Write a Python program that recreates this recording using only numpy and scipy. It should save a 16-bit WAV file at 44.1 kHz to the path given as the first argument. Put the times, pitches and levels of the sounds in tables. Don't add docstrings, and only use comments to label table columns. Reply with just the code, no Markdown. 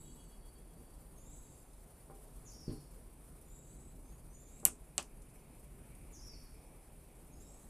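import sys
import numpy as np
from scipy import signal
from scipy.fft import rfft, irfft
from scipy.io import wavfile
from scipy.ndimage import uniform_filter1d

SR = 44100
rng = np.random.default_rng(int(sys.argv[2]) if len(sys.argv) > 2 else 0)


def master_out(mix):
    frames = np.transpose(np.atleast_2d(mix))
    ceiling = np.clip(frames, -1, 1)
    pcm = np.round(ceiling * 32767).astype(np.int16)
    wavfile.write(sys.argv[1], SR, pcm)


def ratio_of_db(decibels):
    return 10 ** (np.asarray(decibels, float) / 20)


N = 339173


def read(points, hz):
    f, value = np.transpose(points)
    return np.interp(np.log(hz + 1), np.log(f + 1), value)


def evened(x):
    return x / np.sqrt(np.mean(x ** 2) + 1e-20)


def add(mix, start_s, sound):
    part = mix[max(round(start_s * SR), 0):][:len(sound)]
    part += sound[:len(part)]


def resonate(x, hz, width_hz):
    turn = np.exp(2j * np.pi * np.cumsum(hz * np.ones(len(x))) / SR)
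    r = np.exp(-np.pi * width_hz / SR)
    return 2 * (turn * signal.lfilter([1 - r], [1, -r], x / turn)).real


def slow(rate_hz, count):
    t = np.arange(count) / SR
    rates = np.geomspace(rate_hz / 20, rate_hz, 16)
    return evened(sum(np.sin(2 * np.pi * (f * t + rng.random())) / np.sqrt(f) for f in rates))


def coloured(points):
    gain = ratio_of_db(read(points, np.fft.rfftfreq(N, 1 / SR)))
    return evened(irfft(rfft(rng.standard_normal(N)) * gain, N))


def causal(points, size=1024):
    level_db = np.maximum(read(points, abs(np.fft.fftfreq(size, 1 / SR))), -100)
    log_gain = np.log(ratio_of_db(level_db))
    pulse = np.fft.ifft(np.exp(log_gain - 1j * signal.hilbert(log_gain).imag)).real[:size // 2]
    return pulse / abs(pulse).max()


# (frequency [Hz], t60 [s])
ROOM_DECAY = [(200, 0.19), (1000, 0.16), (3000, 0.13), (8000, 0.23), (14000, 0.058)]


def tail(points, stretch, rise_s):
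    hz, t, z = signal.stft(rng.standard_normal(SR), SR, nperseg=128)
    t60_s = stretch * read(ROOM_DECAY, hz)[:, None]
    z = z * ratio_of_db(read(points, hz)[:, None] - 60 * t / t60_s)
    out = signal.istft(z, SR, nperseg=128)[1][:SR]
    out = out * (1 - np.exp(-np.arange(SR) / SR / rise_s))
    return out / np.linalg.norm(out)


# (frequency [Hz], relative level [dB])
HISS_COLOUR = [(300, -15.5), (420, -1), (600, -4), (900, -8), (1600, -17), (3900, -24), (5700, -25),
               (7000, -23.5), (8000, -16), (9800, -13), (11300, -13.5), (12300, -25), (13800, -15.5),
               (14500, -24.5)]
# (frequency [Hz], relative level [dB])
RUMBLE_COLOUR = [(8.8, -33), (15, -7.5), (43, 1.5), (55, -3.5), (92, -14), (155, -10), (196, -17.5),
                 (234, -15), (400, -21), (520, -56.5), (880, -120)]
# (time [s], level [dB])
RUMBLE_LEVEL = [(0.0, -54), (0.54, -57.5), (1.2, -53.5), (1.82, -57.5), (3.8, -54), (5.3, -57), (6.0, -54),
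                (7.0, -56.5), (7.69, -55)]


def air():
    hiss_db, swell_db, patch_db, flicker_db, lump_db = -65, 0.5, 1.0, 1.6, 1.0
    hz, _, z = signal.stft(coloured(HISS_COLOUR), SR, nperseg=512, noverlap=384)
    patches = rng.standard_normal(z.T.shape).T
    patches = evened(uniform_filter1d(uniform_filter1d(patches, 8, 0), 24, 1))
    flicker = evened(uniform_filter1d(rng.standard_normal(z.shape[1]), 6))
    flicker = flicker * np.clip(hz / 8000, 0, 1)[:, None]
    swell = slow(3., count=z.shape[1] * 128)[::128]
    gain = ratio_of_db(patch_db * patches + swell_db * swell + flicker_db * flicker)
    hiss = signal.istft(z * gain, nperseg=512, noverlap=384)[1][:N]
    rumble_db = np.interp(np.arange(N) / SR, *np.transpose(RUMBLE_LEVEL))
    rumble = ratio_of_db(rumble_db + lump_db * slow(7.4, count=N)) * coloured(RUMBLE_COLOUR)
    return ratio_of_db(hiss_db) * hiss + rumble


# (width of each of two resonances [Hz], throb rms [dB], curve of (time [s], centre [Hz], level [dB]))
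HISS_BANDS = [(113, 2.3, [(0, 4550, -80), (.4, 4540, -80), (1.1, 4680, -88), (2.5, 4580, -93.5),
              (3.3, 4660, -93), (7.69, 4630, -97)]), (130, 2, [(0, 9600, -77.5), (3.8, 9550, -76.5),
              (7.69, 9560, -81)]), (613, 2.1, [(0, 2400, -90), (3, 2280, -88), (5, 2390, -81),
              (6.2, 2300, -77), (7, 2350, -79.5), (7.69, 2400, -86)])]


def insects_and_hiss():
    t, out = np.arange(N) / SR, np.zeros(N)
    for width_hz, throb_db, rows in HISS_BANDS:
        s, *columns = np.transpose(rows)
        hz, level_db = (np.interp(t, s, c) for c in columns)
        band = resonate(rng.standard_normal(N), hz, width_hz)
        band = evened(resonate(band, hz, width_hz))
        out += band * ratio_of_db(level_db + throb_db * slow(30., count=N))
    return out


# (frequency [Hz], peak level [dB], fade [dB/s], throb depth [dB])
HORN_PARTIALS = [(2950, -75, 40, 8), (3305, -71, 19, 25)]


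def horn():
    length_s, peak_s, swell_db_per_s = 1.1, 0.19, 25
    throb_s, first_crest_s, sharpness = 0.126, 0.085, 4.5
    t, out = np.arange(0, length_s, 1 / SR), np.zeros(N)
    dip = abs(np.sin(np.pi * (t - first_crest_s) / throb_s)) ** sharpness
    before_s, after_s = np.maximum(peak_s - t, 0), np.maximum(t - peak_s, 0)
    for hz, peak_db, fade_db_per_s, depth_db in HORN_PARTIALS:
        level_db = peak_db - swell_db_per_s * before_s - fade_db_per_s * after_s - depth_db * dip
        add(out, 0, ratio_of_db(level_db) * np.sin(2 * np.pi * hz * t))
    return out


def sing(t, hz, level_db, warble_hz):
    dips_per_s, jitter_hz, flutter_db = 40, 35, 1.8
    dip_loss_db_per_hz, edge_s = 0.007, 0.006
    dips = abs(np.sin(np.pi * dips_per_s * t + 1.7 * slow(30., count=len(t)))) ** 7.7
    pitch_hz = hz - warble_hz * dips + jitter_hz * slow(200.6, count=len(t))
    angle = 2 * np.pi * np.cumsum(pitch_hz) / SR
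    fundamental_db = -18 + np.minimum(hz - 3600, 0) / 25
    voice = np.sin(2 * angle) + ratio_of_db(fundamental_db) * np.sin(angle)
    edges = np.clip(np.minimum(t, t[-1] - t) / edge_s, 0, 1)
    level_db = level_db - dip_loss_db_per_hz * warble_hz * dips + flutter_db * slow(60., count=len(t))
    return ratio_of_db(level_db) * voice * edges


def trill_note(start_s, length_s, from_hz, to_hz, level_db, opened_s):
    floor_hz, opens_s, fade_db_per_s = 3200, 0.18, 35
    t = np.arange(0, length_s, 1 / SR)
    hz = from_hz + (to_hz - from_hz) * t / length_s
    opening = np.clip((start_s + t - opened_s) / opens_s, 0, 1)
    warble_hz = np.maximum(hz - floor_hz, 20) * opening
    return start_s, sing(t, hz, level_db - fade_db_per_s * t, warble_hz)


def swoop(start_s, length_s, level_db):
    drop_s, drop_from_hz, drop_to_hz, drop_fade_db = 0.048, 3680, 2240, -26
    arch_hz, arch_sag_hz, arch_lean, arch_db, arch_fade_db, arch_warble_hz = 622, 80, 0.72, -4, -6, 120
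    t = np.arange(0, length_s, 1 / SR)
    drop = np.minimum(t / drop_s, 1)
    rest = np.maximum(t - drop_s, 0) / (length_s - drop_s)
    arch = np.sin(np.pi * rest ** arch_lean) ** 1.4
    hz = drop_from_hz + (drop_to_hz - drop_from_hz) * drop + arch_hz * arch - arch_sag_hz * rest
    level_db = level_db + drop_fade_db * drop ** 2.3
    level_db = level_db + (arch_db - drop_fade_db) * np.minimum(rest / 0.11, 1) + arch_fade_db * rest
    return start_s, sing(t, hz, level_db, 25 + arch_warble_hz * arch * rest)


# (time [s], length [s], fundamental from [Hz], to [Hz], level at onset [dB])
TRILL_PHRASES = [
    [(-.15, .26, 3840, 3930, -58), (.115, 0.15, 4050, 4050, -66)],
    [(1.158, .035, 3200, 3260, -67.5), (1.195, .052, 3560, 3630, -68), (1.25, 0.065, 3770, 3860, -60.5),
     (1.31, 0.07, 4000, 3930, -59.5), (1.38, 0.2, 3860, 3760, -65.5)],
    [(3.447, 0.066, 3470, 3590, -66), (3.5, 0.093, 3740, 3920, -62.5), (3.59, 0.053, 3810, 3810, -68),
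     (3.66, 0.22, 4010, 4030, -64)],
    [(4.295, 0.031, 3010, 3200, -68.5), (4.33, 0.089, 3400, 3720, -64), (4.45, 0.12, 3770, 3880, -63.5),
     (4.562, .08, 4100, 3990, -68)],
    [(7.31, 0.091, 3290, 3420, -67), (7.4, 0.092, 3740, 3900, -62.5), (7.502, 0.17, 4070, 4050, -66.5)],
]
# (time [s], length [s], level at onset [dB])
SWOOP_CALLS = [(2.447, .245, -55.5), (6.122, .232, -54.5)]
# (time [s], pitch [Hz], level [dB], hoarseness rms [Hz])
WHISTLE_CALLS = [
    [(3.99, 5600, -94, 22), (4.06, 6360, -81, 23), (4.16, 6820, -73, 20)],
    [(4.28, 8040, -73, 60.5), (4.34, 8360, -68, 60.6), (4.4, 8060, -82.5, 60)],
    [(7.32, 4850, -83, 150), (7.42, 5270, -78, 200), (7.5, 5560, -79, 200), (7.56, 5730, -86, 200)],
]
# (frequency [Hz], relative level [dB])
NEAR_WALLS = [(3000, -1.), (4300, .5), (6300, -3.), (8000, .5)]
# (frequency [Hz], relative level [dB])
FAR_WALLS = [(3000, 0.), (5000, -.5), (6500, -5.), (8000, -10.)]


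def birds():
    lead_s, direct_db, whistle_send_db, far_db = 0.3, -11, -5.5, -4
    lead = round(lead_s * SR)
    singer, whistler = np.zeros((2, N + lead))
    notes = [trill_note(*row, phrase[0][0]) for phrase in TRILL_PHRASES for row in phrase]
    for start_s, sound in notes + [swoop(*row) for row in SWOOP_CALLS]:
        add(singer, start_s + lead_s, sound)
    for rows in WHISTLE_CALLS:
        s, hz, level_db, hoarse_hz = np.transpose(rows)
        t = np.arange(s[0], s[-1], 1 / SR)
        pitch_hz = np.interp(t, s, hz) + np.interp(t, s, hoarse_hz) * slow(300., count=len(t))
        tone = np.sin(2 * np.pi * np.cumsum(pitch_hz) / SR)
        gain = ratio_of_db(np.interp(t, s, level_db) + 2.5 * slow(40., count=len(t)))
        add(whistler, s[0] + lead_s, gain * tone * signal.windows.tukey(len(t), .2))
    street = tail(NEAR_WALLS, 1.8, rise_s=0.0015) + ratio_of_db(far_db) * tail(FAR_WALLS, 4.8, rise_s=0.02)
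    echoes = signal.oaconvolve(singer + ratio_of_db(whistle_send_db) * whistler, street)[:N + lead]
    return (whistler + ratio_of_db(direct_db) * singer + echoes)[lead:]


# (time [s], peak level [dB], centre [Hz], puff t60 [s])
HAND_TICKS = [(1.599, -58, 12000, .02), (2.518, -55, 11500, .02), (2.686, -60, 2200, 0.22),
              (2.71, -52, 9660, 0.23), (3.413, -53, 11400, .02), (4.597, -50.5, 8500, 0.033),
              (5.026, -43, 8900, 0.015), (5.215, -54, 9000, 0.083), (5.949, -52, 9500, 0.046)]


def ticks():
    faint_count, faint_t60_s = 6, 0.02
    out, t = np.zeros(N), np.arange(6000) / SR
    faint = [(rng.uniform(0, N / SR), rng.uniform(-66, -59), rng.uniform(8800, 12600), faint_t60_s)
             for _ in range(faint_count)]
    for start_s, peak_db, hz, t60_s in HAND_TICKS + faint:
        envelope = np.minimum(t / (.08 * t60_s), 1) * ratio_of_db(-60 * t / t60_s)
        puff = rng.standard_normal(6000) * envelope
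        tick = resonate(resonate(puff, hz, 3500.), hz, 3500.)
        add(out, start_s, ratio_of_db(peak_db) * tick / abs(tick).max())
    return out


# (time [s], peak level before reverberation [dB], blow length [s])
BLOWS = [(2.099, -41.5, 0.0007), (2.679, -28.5, 0.0036), (2.683, -49.5, 0.00038), (2.690, -36, 0.0024),
         (2.696, -50, 0.00089), (2.721, -46.5, 0.00061), (4.631, -42.5, 0.00078), (4.668, -41.5, 0.0019),
         (4.983, -46.5, 0.0019)]
# (frequency [Hz], relative level [dB], t60 [s])
TRAY_MODES = [(40.3, 9, 0.38), (112, -1, 0.12), (143.5, 4, 0.4), (243, 0, 0.13), (307, -4, 0.28),
              (349.3, -9.5, 0.19), (417, -3, 0.18), (576, -13, 0.06), (790, -10.5, 0.21),
              (990, -9.5, 0.029), (1410, -33, 0.043), (2100, -30, 0.051), (3300, -25, .02)]


def knocks():
    out, t = np.zeros(N), np.arange(SR // 3) / SR
    body = sum(ratio_of_db(db - 60 * t / t60_s) * np.sin(2 * np.pi * hz * t) for hz, db, t60_s in TRAY_MODES)
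    for start_s, peak_db, length_s in BLOWS:
        push = np.gradient(np.hanning(max(int(length_s * SR), 4) + 2))
        ring = np.convolve(body, push)
        add(out, start_s, -ratio_of_db(peak_db) * ring / abs(ring).max())
    reverb = tail([(1, 0.014), (20000, 0)], 1.3, rise_s=0.0042)
    return out + ratio_of_db(-.5) * signal.oaconvolve(out, reverb)[:N]


# (time [s], peak level [dB], diffuse tail energy re the snap [dB])
SNAPS = [(4.6526, 0, -11), (4.98, -13, -7)]
# (frequency [Hz], relative level [dB])
SNAP_COLOURS = [
    [(590, -45), (1000, -55), (2590, -31), (4570, -16), (5540, -19.5), (7110, -1.5), (8060, 0.5),
     (11100, 0), (13000, -5.5), (14000, -3), (15000, -34)],
    [(590, -53), (1000, -11), (1780, -16), (2620, -14), (3480, -9), (4370, -1.5), (5300, -12), (7880, 6.5),
     (8820, 2), (10700, -14), (12300, -14), (14000, -39), (15000, -56.5)],
]
# (frequency [Hz], relative level [dB])
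TAIL_COLOURS = [
    [(120, -13), (200, -21), (451, -15.5), (762, -17), (1050, -11.5), (2060, -19), (2900, -10.5),
     (4240, -28.5), (8740, -10), (13700, -9), (15000, -34)],
    [(120, -44), (200, -12), (964, -8.5), (1130, -10), (2020, -16), (2900, -4), (3600, -18), (8130, -18.5),
     (10100, -21), (14200, -30), (15000, -47)],
]
# (delay [s], level re the snap [dB])
NEAR_ECHOES = [(.0019, -16), (.0036, -20), (.0100, -20), (.018, -27), (.0212, -26), (.027, -27)]
# (frequency [Hz], relative level [dB], t60 [s])
DOME_MODES = [(8500, -3, 0.0035), (10740, -19, 0.0052), (13400, -5, 0.0086), (6100, -9, 0.012),
              (4460, -16.5, 0.009), (2930, -6, 0.044)]


def button():
    direct, late, t = np.zeros(N), np.zeros(N), np.arange(800) / SR
    dome = sum(ratio_of_db(db - 60 * t / t60_s) * np.sin(2 * np.pi * hz * t) / 10 for hz, db, t60_s in DOME_MODES)
    dome[0] = 1
    for (start_s, peak_db, tail_db), colour, tint in zip(SNAPS, SNAP_COLOURS, TAIL_COLOURS):
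        pulse = np.convolve(causal(colour), dome)
        pulse *= ratio_of_db(peak_db) / abs(pulse).max()
        add(direct, start_s, pulse)
        for delay_s, echo_db in NEAR_ECHOES:
            smear = rng.standard_normal(120) * np.exp(-np.arange(120) / 35)
            echo = np.convolve(pulse, smear / np.linalg.norm(smear))
            add(late, start_s + delay_s, ratio_of_db(echo_db) * echo)
        diffuse = np.linalg.norm(pulse) * tail(tint, 0.89, rise_s=0.0011)
        add(late, start_s, ratio_of_db(tail_db) * diffuse)
    return direct, late


def scene():
    direct, late = button()
    around = knocks() + ticks() + birds() + horn() + insects_and_hiss() + air()
    hz, _, z = signal.stft(around, SR, nperseg=1024)
    patches = rng.standard_normal(z.T.shape).T
    patches = evened(uniform_filter1d(uniform_filter1d(patches, 40, 0), 4, 1))
    threshold = read([(3500, 4), (5000, .9), (8000, -.2), (11000, -1.2), (14000, -.6)], hz)[:, None]
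    shown = (patches > threshold) * (hz > 3800)[:, None]
    turned = z * shown * np.exp(2j * np.pi * rng.random(z.T.shape).T)
    highpass = signal.butter(4, 6000, "high", fs=SR, output="sos")
    scatter = signal.sosfilt(highpass, rng.standard_normal(200))
    late_apart = signal.oaconvolve(late, scatter / np.linalg.norm(scatter))[:N]
    apart = ratio_of_db(-2.5) * signal.istft(turned, nperseg=1024)[1][:N] + ratio_of_db(-20.5) * late_apart
    middle = direct + late + around
    return np.array([middle + apart, middle - apart])


def low_pass(x):
    return signal.sosfilt(signal.butter(12, 15180, fs=SR, output="sos"), x)


def record(dry):
    threshold_db, duck_db_per_db, forget_db_per_s, lag, edge_hz = -15.5, 0.11, 40., 400, 14300
    power_db = 10 * np.log10(abs(uniform_filter1d((dry ** 2).mean(0), 200)) + 1e-12)
    fall_db = np.arange(N) * forget_db_per_s / SR
    held_db = np.maximum.accumulate(power_db + fall_db) - fall_db
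    over_db = np.maximum(held_db - threshold_db, 0)
    duck_db = duck_db_per_db * np.roll(uniform_filter1d(over_db, 400), lag)
    lowpass = signal.firwin(255, edge_hz, window=("kaiser", 7), fs=SR)
    mix = signal.oaconvolve(dry / ratio_of_db(duck_db), lowpass[None], "same")
    return low_pass(mix)


dry = scene()
out = record(dry)
master_out(out)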